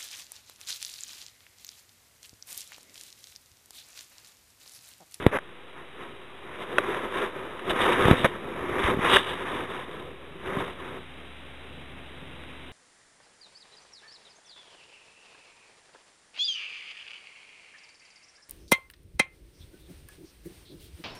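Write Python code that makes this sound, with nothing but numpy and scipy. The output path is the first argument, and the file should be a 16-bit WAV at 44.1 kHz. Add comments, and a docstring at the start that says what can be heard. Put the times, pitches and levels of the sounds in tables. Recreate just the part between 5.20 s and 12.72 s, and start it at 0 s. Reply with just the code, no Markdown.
"""A phone is shifted about in the hand at night, over hiss and the low rumble and hum of a house.
It opens with a tick and a loud bump. Skin and sleeve then slide over the case beside the microphone:
their tiny slips rustle and make the case ring. A sharp tick comes at 1.6 s, and from 2.5 to 4 s fingers
rub, scuff and bump the most. After 5.4 s the hand settles, leaving the background and a few faint taps.
All along, the recorder cuts off the treble and its crude resampling adds a faint fizz."""
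import sys
import numpy as np
from scipy import signal
from scipy.fft import rfft, irfft, next_fast_len
from scipy.io import wavfile
from scipy.ndimage import uniform_filter1d, map_coordinates

SR = 44100
rng = np.random.default_rng(int(sys.argv[2]) if len(sys.argv) > 2 else 0)


def put_to_file(sound):
    """Save the sound as 16-bit audio at rate SR, in the file named by the first command-line argument."""
    columns = np.atleast_2d(sound).T  # one column per channel
    safe = np.clip(columns, -1, 1)
    whole_steps = np.round(safe * 32767)
    wavfile.write(sys.argv[1], SR, whole_steps.astype(np.int16))


N = 331587
T = np.arange(N) / SR

# spectrum of the sharp, bright edge of rubbing and scuffing: pitch_hz, level_db
EDGE_SPECTRUM = [(500, -34), (1600, -4), (2500, -4.5), (2900, 5), (3150, 3), (3700, 6), (4000, -7.5)]


def undb(db):
    """Turn decibels into a gain to multiply by."""
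    return 10 ** (np.asarray(db) / 20)


def unit(x):
    """Scale a signal to an average strength (rms) of 1."""
    return x / np.sqrt(np.mean(x ** 2))


def curves(table):
    """Join the rows of a table with straight lines in time, one curve per value column."""
    times, *columns = np.transpose(table)
    return [np.interp(T, times, column) for column in columns]


def colour(x, spectrum):
    """Shape the lows and highs of x by rows of pitch_hz, level_db; the result has strength 1."""
    hz, db = np.transpose(spectrum)
    size = next_fast_len(N)
    bin_hz = np.maximum(np.fft.rfftfreq(size, 1 / SR), 1)
    gain = undb(np.interp(np.log(bin_hz), np.log(hz), db))
    return unit(irfft(rfft(x, size) * gain, size)[:N])


def wander(rate_hz):
    """A random curve of strength 1 that takes a new direction rate_hz times a second."""
    step = max(int(SR / rate_hz), 2)
    return unit(uniform_filter1d(rng.standard_normal(N)[np.arange(N) // step], step))


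def background():
    """Smooth hiss, the restless low rumble of the house and an appliance's wavering hum."""
    # background loudness over time: time_s, hiss_db, rumble_db, hum_db
    levels = [(0, -48, -70, -70), (1.2, -45, -53, -62), (3.2, -43.5, -55, -74), (4.7, -47.5, -50.5, -56.5),
              (5.9, -43, -49, -52), (7.5, -42, -47.5, -50.5)]
    # spectrum of the hiss: pitch_hz, level_db
    hiss_spectrum = [(30, -31), (300, -8.5), (520, -2), (760, 2.5), (1100, 3), (1500, 2), (2100, 4),
                     (3000, 2), (4000, -1)]
    # spectrum of the rumble: pitch_hz, level_db
    rumble_spectrum = [(20, -8), (50, -11.5), (95, -10), (140, -3), (230, -10), (310, -8.5), (375, -7.5),
                       (440, -10), (540, -11), (750, -20), (1500, -30)]
    # tones of the hum: pitch_hz, relative_db
    hum_tones = [(71.3, 0), (261.3, -7)]
    hiss_db, rumble_db, hum_db = curves(levels)
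    hiss = colour(rng.standard_normal(N), hiss_spectrum) * undb(hiss_db)
    rumble = colour(rng.standard_normal(N), rumble_spectrum) * undb(rumble_db + 1.2 * wander(10))
    hum = 0
    for hz, db in hum_tones:
        cycles = np.cumsum(hz + .5 * wander(2.04)) / SR
        hum += undb(db) * np.sin(2 * np.pi * cycles)
    return hiss + rumble + np.sqrt(2) * hum * undb(hum_db + .5 * wander(7.2))


def hand_strokes():
    """Each stroke speeds up, slides and slows. Returns gains for the friction, its edge and the ring."""
    # strokes of the hand over the case (edge and ring are relative to the friction):
    # start_s, end_s, end_level_db, swell_db, edge_db, ring_db
    strokes = [(0.0, 0.076, -38.5, 0, -7.5, 1.5), (0.567, 0.608, -45.5, 3, -12, -4),
               (0.805, 0.866, -46.5, -4, -10, -0.5), (0.897, 0.947, -58.5, 0, -5, 10),
               (1.194, 1.353, -43.5, 14, -19, 1), (1.425, 1.424, -38.5, -2.5, -5.5, 1),
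               (1.5, 1.61, -37.5, 3, -7.5, 4), (1.644, 1.774, -32, 1.5, -11.5, 0),
               (1.84, 1.883, -39.5, -4.5, -9, 3), (1.955, 2.041, -30.5, 1.5, -7.5, -1),
               (2.16, 2.42, -46, -4.5, -10, 4), (2.473, 2.533, -35.5, 1.5, -7, 5.5),
               (2.612, 2.739, -25, -1.5, -7, -3), (2.79, 2.913, -23, 3, -7.5, 0),
               (2.982, 3.056, -33, -0.5, -1.5, 1), (3.114, 3.155, -39, 7.5, -19, 1.5),
               (3.231, 3.46, -37, 6, -17.5, 3), (3.488, 3.598, -30.5, 6, -11.5, 1),
               (3.623, 3.684, -25, 3, -8.5, -15), (3.703, 3.727, -37, -2, -5, 10.5),
               (3.848, 3.873, -24, -2.5, -11.5, -6.5), (3.922, 3.941, -17.5, 2.5, 1, -6),
               (4.072, 4.136, -35, -1, -2.5, -1.5), (4.184, 4.275, -35.5, 0.5, -7.5, -3),
               (4.31, 4.434, -36, -1, -6, 1), (4.503, 4.615, -38, -1, -6.5, -2.5),
               (4.69, 4.8, -44.5, 0.5, -6.5, 2), (4.847, 4.917, -56.5, -1.5, -1, 11),
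               (5.259, 5.413, -32.5, 6.5, -10, 1.5), (5.482, 5.5, -41.5, -3.5, -5.5, 1),
               (5.609, 5.77, -43.5, -1, -8.5, 2.5), (5.98, 6.05, -66, -2.5, -7, 13.5)]
    attack_s, release_s = 0.035, 0.037
    t = T[::100]  # coarse time steps are enough for loudness
    # the grip creeps between strokes, then comes to rest
    creep_db, creep_edge_db, creep_ring_db = -54, -9, 1.5
    still_s, settle_s = 5.4, .12
    creep = undb(creep_db) * np.exp(-np.maximum(t - still_s, 0) / settle_s)
    power = np.outer(undb([0, creep_edge_db, creep_ring_db]), creep) ** 2
    for start, end, db, swell_db, edge_db, ring_db in strokes:
        pressure = np.interp(t, [start, end], [undb(-swell_db), 1])
        fade = np.maximum(start - t, 0) / attack_s + np.maximum(t - end, 0) / release_s
        stroke = undb(db) * pressure * np.exp(-fade)
        power += np.outer(undb([0, edge_db, ring_db]), stroke) ** 2
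    return [np.interp(T, t, gain) for gain in np.sqrt(power)]


def grains(per_second, scatter_db, catch_db):
    """Tiny slips of uneven size, in clusters as the skin catches and lets go."""
    slips = (rng.random(N) < per_second / SR) * np.sign(rng.standard_normal(N))
    return unit(slips * undb(scatter_db * rng.standard_normal(N) + catch_db * wander(130)))


def case_ring(push):
    """The case answers a push by ringing at its own pitches."""
    # resonances of the case: pitch_hz, width_hz, level_db
    resonances = [(228, 31, -10.5), (379.5, 60, 3.5), (482.5, 31, -3.5), (950, 105, -22), (1247, 19, -7)]
    return sum(undb(db) * signal.lfilter(*signal.iirpeak(hz, hz / width_hz, fs=SR), push)
               for hz, width_hz, db in resonances)


def rubbing():
    """Skin and sleeve rustle by the microphone and make the case ring, while the grip rocks the phone."""
    # spectrum of the friction: pitch_hz, level_db
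    friction_spectrum = [(60, -26.5), (250, -6), (520, -4), (700, -1), (830, -1.5), (1000, 6), (1280, 3),
                         (1450, -1), (1750, 1.5), (2400, -4.5), (3000, -15.5), (4000, -28)]
    # spectrum of the phone rocking in the grip: pitch_hz, level_db
    rock_spectrum = [(20, -3), (60, -3.5), (160, -2), (290, -2), (500, -19.5), (2000, -80)]
    # rocking as the phone is turned, relative to the ring: time_s, level_db
    rock_levels = [(0, -2.5), (1.6, -11), (2.7, -9.5), (2.9, -2), (3.4, -5.5), (5.4, -6)]
    slide_gain, edge_gain, ring_gain = hand_strokes()
    slide = colour(grains(per_second=7000, scatter_db=3, catch_db=1), friction_spectrum)
    edge = colour(grains(per_second=7000, scatter_db=6, catch_db=-2), EDGE_SPECTRUM)
    push_spectrum = [(50, -23), (250, 2), (1200, 4), (4000, -5)]  # pitch_hz, level_db
    push = colour(grains(per_second=4000, scatter_db=2.5, catch_db=1.5), push_spectrum)
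    ring = unit(case_ring(push))
    rock = undb(curves(rock_levels)[0]) * colour(rng.standard_normal(N), rock_spectrum)
    return slide_gain * slide + edge_gain * edge + ring_gain * (ring + rock)


def tick():
    """A hard touch chatters for an instant, so each tone of the case starts a little apart; peak 1."""
    # tones of a tick: pitch_hz, decay_s (time to fall 60 dB), level_db
    tones = [(366, 0.12, -43), (580, 0.025, 6), (1173, 0.03, 4.5), (1497, 0.01, 13), (1800, 0.0078, 14.5),
             (2540, 0.01, 3), (3230, 0.014, -2), (3840, 0.031, -13.5)]
    low_cut_hz = 377  # the small case gives off little sound below this
    ring = 0
    for hz, decay_s, db in tones:
        detune, late = rng.random(2)
        t = np.maximum(T[:SR // 5] - .001 * late, 0)
        pitch_hz = hz * (1 + 0.019 * (detune - .5))
        ring += undb(db - 60 * t / decay_s) * np.sin(2 * np.pi * pitch_hz * t)
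    ring = signal.sosfilt(signal.butter(2, low_cut_hz, "high", fs=SR, output="sos"), ring)
    return ring / np.abs(ring).max()


def add(out, start_s, sound):
    """Mix a short sound into out at start_s."""
    i = max(int(start_s * SR), 0)
    out[i:i + len(sound)] += sound[:N - i]


def ticks():
    """A fingernail taps or the case gives a little, and the case rings briefly."""
    # hard ticks: start_s, peak_db
    taps = [(0.024, -24), (0.138, -24), (0.1859, -16.5), (1.583, -4.5), (1.7452, -21.5), (2.393, -25),
            (3.137, -28), (3.968, -4), (5.624, -34), (6.009, -44), (7.236, -31.5)]
    out = np.zeros(N)
    for start, db in taps:
        add(out, start, undb(db) * tick())
    return out


def swing(hz, cycles):
    """A swing of air pressure that fades to about a third in the given number of cycles; peak 1."""
    elapsed_cycles = hz * T[:SR // 5]
    wave = np.sin(2 * np.pi * elapsed_cycles) * np.exp(-elapsed_cycles / cycles)
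    return wave / np.abs(wave).max()


def bumps():
    """A finger bumps the case: it pushes air into the microphone hole, sways the phone and clicks."""
    # soft bumps (sway and click are relative to the level): start_s, level_db, pitch_hz, sway_db, click_db
    knocks = [(0.0649, 2.5, 392, -9, -11.5), (2.503, -29, 60, -14, -18), (2.8535, -8.5, 148, 0, -4),
              (2.8839, -7, 365, -26, -19), (2.9112, -1, 261, -3, -7), (2.932, -8.5, 290, -22, -14),
              (3.0446, -10, 290, -6, 1.5), (3.643, -14.5, 58.4, -2, -25), (3.715, -15, 344, -32, -31),
              (3.744, -17, 261, -20, -25), (3.772, -16, 230, -22, -22), (3.7913, -15, 230, -29, -25),
              (5.371, -14.5, 223, -10, -33), (7.027, -31, 170, -14, -25)]
    out = np.zeros(N)
    for start, db, hz, sway_db, click_db in knocks:
        add(out, start, undb(db) * swing(hz, cycles=0.39))
        add(out, start + 0.00022, -undb(db + sway_db) * swing(hz=93, cycles=0.32))
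        click = undb(-1) * tick() - undb(4.5) * swing(hz=2540, cycles=0.093)
        add(out, start, undb(db + click_db) * click)
    return out


def scuffs():
    """A finger slips: coarse, hollow friction holds or swells, then stops short."""
    # quick slips of a finger: start_s, end_s, end_level_db, swell_db, relative_edge_db
    slips = [(0.115, 0.171, -23.5, 10.5, -26), (2.495, 2.515, -26.5, 0, -0.5), (2.552, 2.58, -28.5, 0, -9),
             (3.0474, 3.059, -14.5, 0, -14), (3.958, 3.965, -13, 16, -5)]
    # spectrum of a slip: pitch_hz, level_db
    slip_spectrum = [(60, -11), (330, -3), (530, 3.5), (800, -5.5), (1500, -2), (2200, -8), (3000, -19.5),
                     (4000, -26)]
    body = colour(grains(per_second=3000, scatter_db=3, catch_db=1), slip_spectrum)
    edge = colour(grains(per_second=3000, scatter_db=3, catch_db=1), EDGE_SPECTRUM)
    out = np.zeros(N)
    for start, end, db, swell_db, edge_db in slips:
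        gain = np.interp(T, [start - .001, start, end, end + 0.0078], [0, undb(db - swell_db), undb(db), 0])
        out += gain * (body + undb(edge_db) * edge)
    return out


def scene():
    """Everything reaches the one microphone directly."""
    return (rubbing() + scuffs() + bumps() + ticks() + background())[None]


def record(dry):
    """The recorder clips loud peaks, keeps a telephone-like band and adds a faint fizz above it."""
    low_cut_hz, band_hz, clock_hz, top_hz = 40, 3900, 32000, 12900
    clip_level, offset = .87, -.004  # the offset shifts the whole wave slightly off zero
    low_cut = signal.butter(1, low_cut_hz, "high", fs=SR, output="sos")
    band_limit = signal.ellip(10, .2, 75, band_hz, fs=SR, output="sos")
    top_cut = signal.ellip(12, .2, 100, top_hz, fs=SR, output="sos")
    clipped = np.clip(signal.sosfilt(low_cut, dry[0]), -clip_level, clip_level)
    narrow = signal.sosfilt(band_limit, clipped)
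    # crude resampling: each sample holds the value at the last step of a slower clock, which fizzes
    last_step_s = np.floor(T * clock_hz) / clock_hz
    held = map_coordinates(narrow, [last_step_s * SR], order=3)
    return signal.sosfilt(top_cut, held)[None] + offset


dry = scene()
out = record(dry)
put_to_file(out)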